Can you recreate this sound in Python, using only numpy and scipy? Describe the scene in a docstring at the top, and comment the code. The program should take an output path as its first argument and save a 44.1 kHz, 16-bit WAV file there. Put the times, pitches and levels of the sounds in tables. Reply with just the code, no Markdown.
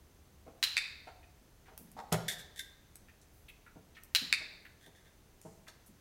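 """A hen is trained to weave through poles on a cloth-covered table in a bare room with softly rushing air.
Her feet pad and tick, and early on the steel tongue of a hand clicker snaps down and springs back.
Near two seconds she knocks a pole, beats a wing and lands heavily, then pecks grain from a plastic cup.
Just after four seconds the clicker snaps again; gentler pecks, sliding grain and a few steps follow."""
import sys
import numpy as np
from scipy import signal
from scipy.fft import rfft, irfft, next_fast_len
from scipy.io import wavfile

SR = 44100
rng = np.random.default_rng(int(sys.argv[2]) if len(sys.argv) > 2 else 0)


def output_pcm(signal):
    """Save a mono or channel-first signal as 16-bit PCM at the path in sys.argv[1].

    Samples are clipped to [-1, 1] before scaling.
    """
    pcm = np.clip(np.atleast_2d(signal).T, -1, 1) * 32767
    wavfile.write(sys.argv[1], SR, np.round(pcm).astype(np.int16))


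N = 264644

# The clicker is pressed and let go; the trainer's body shades the first pair. More tilt is brighter.
# Columns: start_s, level_db, direct_gain_db, direct_tilt_db_per_octave
CLICKER_PRESSES = [(.6279, -27, -1.5, -2), (4.1494, -26, 1.5, 0)]
CLICKER_RELEASES = [(.7683, -28.5, 0.5, -1.2), (4.3267, -28.5, 5.5, 0.74)]
# The steel tongue rings higher when bent than when relaxed: pitch_hz, width_hz, gain_db
BENT_TONGUE_RINGS = [(1640, 820, -16), (2904, 650, -9), (4040, 200, -0.5), (5170, 1030, -14),
                     (7230, 830, -18), (9080, 800, -20), (11900, 1530, -22.5), (14900, 2500, -28)]
RELAXED_TONGUE_RINGS = [(1763, 427, -6), (2240, 221, 2.5), (2576, 131, 3), (3648, 106, -0.5),
                        (4540, 415, -4.5), (7850, 560, -16.5), (9490, 730, -19), (14100, 2700, -40.5)]

# The hen steps on the poles' base board: start_s, level_db, tilt_db_per_octave
FOOTSTEPS = [(.464, -50, 2), (1.069, -47.5, 7.5), (1.68, -57.5, 8), (1.715, -58.5, 4), (3.757, -51, -3),
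             (4.405, -55.5, 3), (4.866, -57, -3), (5.449, -46.5, -1), (5.68, -60, 5)]
# She knocks a pole, beats a wing and lands hard: start_s, level_db, length_s, tilt_db_per_octave
POLE_KNOCKS = [(1.967, -48, 0.012, -1.5), (1.988, -43.5, 0.0043, -2)]
WING_BEAT = [(2.118, -44.5, 0.0056, -14), (2.124, -32.5, 0.0036, -0.5)]
HARD_LANDING = [(2.123, -26, 0.013, 0.5), (2.143, -32, 0.0037, -1)]
# The beak strikes the cup: start_s, level_db, length_s
BEAK_PECKS = [(2.282, -31, 0.015), (2.318, -41.5, 0.01), (2.385, -47.5, 0.018), (2.592, -39, 0.0045),
              (4.863, -58.5, 0.0023), (5.679, -54.5, 0.0062)]
# Grain slides as the cup is moved: start_s, level_db
GRAIN_SLIDES = [(2.561, -46.5), (4.812, -58), (4.95, -61), (5.05, -62.5)]
# How each thing rings when it is struck: pitch_hz, width_hz, gain_db
BOARD_RINGS = [(170, 38, 1), (272, 66, -1.5), (426, 78, 2.5), (653, 100, 2), (876, 177, -4.5),
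               (1288, 660, -17), (2030, 740, -22.5)]
POLE_RINGS = [(815, 89, -2.5), (930, 41, -4.5), (1070, 150, -11.5), (2030, 320, -16.5), (3700, 2400, -24)]
FEATHER_RINGS = [(2058, 3500, -3.5), (4450, 1500, 4.5), (7850, 3000, 3), (13200, 6600, -4)]
TABLE_RINGS = [(60, 34, -11.5), (119.2, 16, -1.5), (172, 29, 4), (230, 39, -40), (410, 73, -2.5),
               (538, 25, -7), (638, 88, -2.5), (766, 150, -30), (1250, 150, -18), (2030, 900, -47)]
CUP_RINGS = [(1575, 67, 2), (1840, 232, 1.5), (2140, 410, -6), (3505, 250, 1.5), (5440, 2400, -9),
             (8000, 5100, -10), (14040, 2800, -19.5)]

# Light taps of claw and beak, and sharp ticks: start_s, level_db, pitch_hz
LIGHT_TAPS = [(1.228, -64.5, 2070), (3.084, -62, 1880), (3.483, -55.5, 2430), (3.663, -58, 1500),
              (3.967, -54.5, 1708), (4.651, -54.5, 1830), (5.667, -58, 1400)]
SHARP_TICKS = [(1.777, -48.5, 14800), (1.916, -60, 10400), (2.956, -52.5, 9300), (4.035, -54.5, 11550),
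               (5.415, -59.5, 8500)]
# Feathers and cloth rustle: start_s, level_db, length_s, pitch_hz
SOFT_RUSTLES = [(1.655, -61, 0.024, 1685), (1.779, -57.5, 0.048, 11900), (3.213, -66, 0.0065, 6500),
                (3.32, -65, 0.073, 14000), (3.485, -63.5, 0.0069, 12900), (3.945, -60, 0.024, 2600),
                (5.42, -60.5, 0.084, 6700), (5.681, -55, 0.0078, 4100), (5.861, -61.5, 0.013, 9900)]
# Soft bumps through the table: start_s, level_db, length_s
TABLE_BUMPS = [(1.412, -64, 0.0051), (1.79, -52, 0.049), (1.924, -53, 0.07), (3.016, -63.5, 0.0029),
               (4.213, -47, 0.014), (5.875, -58, 0.037)]

# Echoes from the table top, floor and near walls: delay_s, gain_db
NEAR_ECHOES = [(.0037, -22), (.0076, -16), (0.0109, -5), (0.013, -11), (.0195, -9.5)]
# How long the room takes to fade by 60 dB: pitch_hz, fade_s
ROOM_FADE_TIMES = [(150, 0.66), (400, 0.84), (1000, 0.84), (2500, 0.58), (4500, 0.74), (8000, 0.34),
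                   (15000, 0.42)]
# The ventilation's rush, from bass to treble: pitch_hz, relative_level_db
AIR_SPECTRUM = [(12, -56.5), (20, 0.5), (86, -2), (262, -11), (410, -12), (527, -16.5), (642, -16.5),
                (1120, -21), (2080, -23.5), (2910, -25.5), (5680, -27.5), (6180, -27), (8180, -29.5),
                (14700, -30.5), (16000, -30.5)]
# Two machine tones, one low and one high: pitch_hz, width_hz, level_db
LOW_HUM = [(72.2, 10, -69)]
THIN_WHINE = [(6150, 49, -83.5)]
# The low hum slowly sinks: time_s, gain_db
HUM_FADE = [(0, 2), (.8, 0), (2.8, -1), (4.4, -1.5), (6, -8)]


def clicker(snaps, rings, low_cut_hz, hand_s, hand_db):
    """The steel tongue flips in one instant and rings briefly; the tiny box gives off little bass."""
    t, out = np.arange(SR // 20) / SR, np.zeros(N)
    flip = signal.unit_impulse(len(t))
    bass_cut = signal.butter(2, low_cut_hz, "high", fs=SR, output="sos")
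    snap = signal.sosfilt(bass_cut, resonate(flip, rings))
    lowest_hz = rings[0][0]
    for start_s, level_db, direct_db, tilt_db in snaps:
        # hand and sleeve scatter the direct sound over a millisecond or two
        scatter = unit_energy(rng.standard_normal(len(t)) * t * np.exp(-t / hand_s))
        direct = signal.fftconvolve(snap, flip + from_db(hand_db) * scatter)
        # the direct sound's treble is tilted per snap; the trainer's body shades it for the first pair
        direct = shape_tone(direct, lambda hz: tilt_db * np.log2(np.maximum(hz, lowest_hz)))
        add(out, start_s, direct, level_db + direct_db)
        into_room = np.zeros(N)
        add(into_room, start_s, snap, level_db)
        out += room(into_room)
    return out


def hen():
    """Her feet scuff the board, she knocks a pole, and she thuds onto the table with a slap of feathers."""
    scuff_s = 0.012
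    footfalls = [(start_s, db, scuff_s, tilt_db) for start_s, db, tilt_db in FOOTSTEPS]
    steps = strikes(footfalls, BOARD_RINGS, hits_per_s=1200, push_s=0.00035, push_db=0, room_db=-1.5)
    pole = strikes(POLE_KNOCKS, POLE_RINGS, hits_per_s=390, push_s=0.00022, push_db=10.5, room_db=0)
    thud = strikes(HARD_LANDING, TABLE_RINGS, hits_per_s=1400, push_s=0.0003, push_db=3, room_db=-5.5)
    wing = strikes(WING_BEAT, FEATHER_RINGS, hits_per_s=3400, push_s=0.0005, push_db=-12, room_db=-7)
    return steps + pole + thud + wing


def grain_cup():
    """Short pecks and longer slides of grain ring the same cup; gentle ones sound duller."""
    slide_s, firm_db = 0.036, -51.5
    slides = [(start_s, db, slide_s) for start_s, db in GRAIN_SLIDES]
    touches = []
    for start_s, level_db, length_s in list(BEAK_PECKS) + slides:
        tilt_db = 0.9 - 0.3 * max(firm_db - level_db, 0)   # less treble for each dB below a firm touch
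        touches.append((start_s, level_db, length_s, tilt_db))
    return strikes(touches, CUP_RINGS, hits_per_s=1400, push_s=0.00001, push_db=-8.5, room_db=-6)


def small_sounds():
    """Claws and beak tap and tick, feathers and cloth rustle, and the table bumps softly."""
    taps = [(start_s, db, 0.006, hz) for start_s, db, hz in LIGHT_TAPS]   # 6 ms long
    ticks = [(start_s, db, 0.0015, hz) for start_s, db, hz in SHARP_TICKS]   # 1.5 ms long
    bumps = [(start_s, db, length_s, 187) for start_s, db, length_s in TABLE_BUMPS]   # all at 187 Hz
    return (light_touches(taps, width_share=0.6, crisp_db=-13.5, hits_per_s=3200, room_db=-1)
            + light_touches(ticks, width_share=0.93, crisp_db=0, hits_per_s=4400, room_db=-7)
            + light_touches(SOFT_RUSTLES, width_share=1, crisp_db=-27.5, hits_per_s=2300, room_db=-4.5)
            + light_touches(bumps, width_share=0.66, crisp_db=-28.5, hits_per_s=3200, room_db=-3))


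def strikes(events, rings, hits_per_s, push_s, push_db, room_db):
    """Each strike is one smooth push plus many tiny hits, all ringing the same object."""
    t, direct = np.arange(SR // 3) / SR, np.zeros(N)
    push = t * np.exp(-t / push_s)   # a softer touch lasts longer and sounds duller
    low_hz, high_hz = rings[0][0], rings[-1][0]
    for start_s, level_db, length_s, tilt_db in events:
        force = from_db(push_db) * push / push.sum() + tiny_hits(length_s, hits_per_s)
        ringing = resonate(force, rings)
        sound = shape_tone(ringing, lambda hz: tilt_db * np.log2(np.clip(hz, low_hz, high_hz)))
        add(direct, start_s, sound, level_db)
    return direct + from_db(room_db) * room(direct)


def light_touches(events, width_share, crisp_db, hits_per_s, room_db):
    """Each touch makes one broad ring that dies fast, with the crisp sound of the bare hits on top."""
    direct = np.zeros(N)
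    for start_s, level_db, length_s, pitch_hz in events:
        ring = [(pitch_hz, width_share * pitch_hz, 0)]
        force = tiny_hits(length_s, hits_per_s)
        ringing = unit_energy(resonate(resonate(force, ring), ring))
        add(direct, start_s, ringing + from_db(crisp_db) * force, level_db)
    return direct + from_db(room_db) * room(direct)


def tiny_hits(length_s, hits_per_s, spread_db=3, rise_share=0.25):
    """A shower of tiny hits of uneven size that builds up quickly and dies away."""
    t = np.arange(1, SR // 3 + 1) / SR
    sizes = from_db(spread_db * np.clip(rng.standard_normal(len(t)), -2, 2))
    signs = rng.choice([-1, 1], len(t))
    hits = rng.random(len(t)) < hits_per_s / SR
    rise = 1 - np.exp(-t / (rise_share * length_s))
    return unit_energy(sizes * signs * hits * rise * np.exp(-t / length_s))


def resonate(force, rings):
    """A struck object rings at several pitches at once; the wider a ring, the sooner it dies."""
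    out = 0
    for k, (pitch_hz, width_hz, gain_db) in enumerate(rings):
        decay, angle = np.exp(-np.pi * width_hz / SR), 2 * np.pi * pitch_hz / SR   # per sample
        ring = signal.lfilter([1, 0, -1], [1, -2 * decay * np.cos(angle), decay ** 2], force + 1e-18)
        gain = from_db(gain_db) * (1 - decay ** 2) / 2
        out = out + (-1) ** k * gain * ring   # every second ring is flipped
    return out


def room(sound):
    """The room throws back a few clear echoes, scatter from furniture, and a tail that grows duller."""
    t = np.arange(SR) / SR
    build_up_s, scatter_fade_s, scatter_db, tail_db = 0.0064, 0.075, -0.5, -1.5
    edges_hz = np.geomspace(50, 18000, 15)
    tail = 0
    for low, high in zip(edges_hz, edges_hz[1:]):
        band_pass = signal.butter(2, [low, high], "band", fs=SR, output="sos")
        band = signal.sosfilt(band_pass, rng.standard_normal(SR))
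        fade_s = at_hz(ROOM_FADE_TIMES, np.sqrt(low * high))
        tail = tail + band * from_db(-60 * t / fade_s)
    build_up = 1 - np.exp(-(t / build_up_s) ** 2)
    tail = tail * build_up / np.sqrt(0.04 * SR)
    scatter = unit_energy(rng.standard_normal(SR) * build_up * from_db(-60 * t / scatter_fade_s))
    echoes = from_db(tail_db) * tail + from_db(scatter_db) * scatter
    for delay_s, gain_db in NEAR_ECHOES:
        echoes[round(delay_s * SR)] += from_db(gain_db)
    return signal.fftconvolve(sound, echoes)[:N]


def ventilation():
    """Air rushes softly, with a slowly sinking hum and a thin whine from the machine."""
    rush = shape_tone(rng.standard_normal(N), lambda hz: at_hz(AIR_SPECTRUM, hz))
    air = from_db(-63) * unit_energy(rush)
    hum, whine = (from_db(db) * unit_energy(resonate(rng.standard_normal(N), [(hz, width_hz, 0)]))
                  for hz, width_hz, db in LOW_HUM + THIN_WHINE)
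    fade = from_db(np.interp(np.arange(N) / SR, *np.transpose(HUM_FADE)))
    return np.sqrt(N) * (air + fade * hum + whine)


def from_db(db):
    """Turn decibels into a number to multiply by."""
    return 10 ** (np.asarray(db) / 20)


def unit_energy(sound):
    """Scale a sound so that its squared samples add up to one."""
    return sound / np.sqrt(np.sum(sound ** 2) + 1e-20)


def at_hz(table, hz):
    """Read between a table's rows, giving every octave the same space."""
    known_hz, values = np.transpose(table)
    return np.interp(np.log(np.maximum(hz, 1)), np.log(known_hz), values)


def shape_tone(sound, db_at):
    """Turn each pitch up or down by db_at(hz) decibels."""
    size = next_fast_len(2 * len(sound))
    gains = from_db(db_at(np.fft.rfftfreq(size, 1 / SR)))
    return irfft(rfft(sound, size) * gains, size)[:len(sound)]


def add(track, start_s, sound, level_db):
    """Mix a sound in; level_db is its level if its energy were spread over 10 ms."""
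    start = round(start_s * SR)
    part = unit_energy(sound)[:N - start] * np.sqrt(SR / 100)
    track[start:start + len(part)] += from_db(level_db) * part


def scene():
    """Clicker, cup, hen and room air, mixed into one channel."""
    presses = clicker(CLICKER_PRESSES, BENT_TONGUE_RINGS, low_cut_hz=190, hand_s=0.002, hand_db=-2.5)
    releases = clicker(CLICKER_RELEASES, RELAXED_TONGUE_RINGS, low_cut_hz=260, hand_s=0.001, hand_db=-12)
    return (presses + releases + grain_cup() + hen() + small_sounds() + ventilation())[None]


def record(dry):
    """Treble above 15900 Hz is cut steeply."""
    return signal.sosfilt(signal.ellip(10, 0.1, 70, 15900, fs=SR, output="sos"), dry)


dry = scene()
out = record(dry)
output_pcm(out)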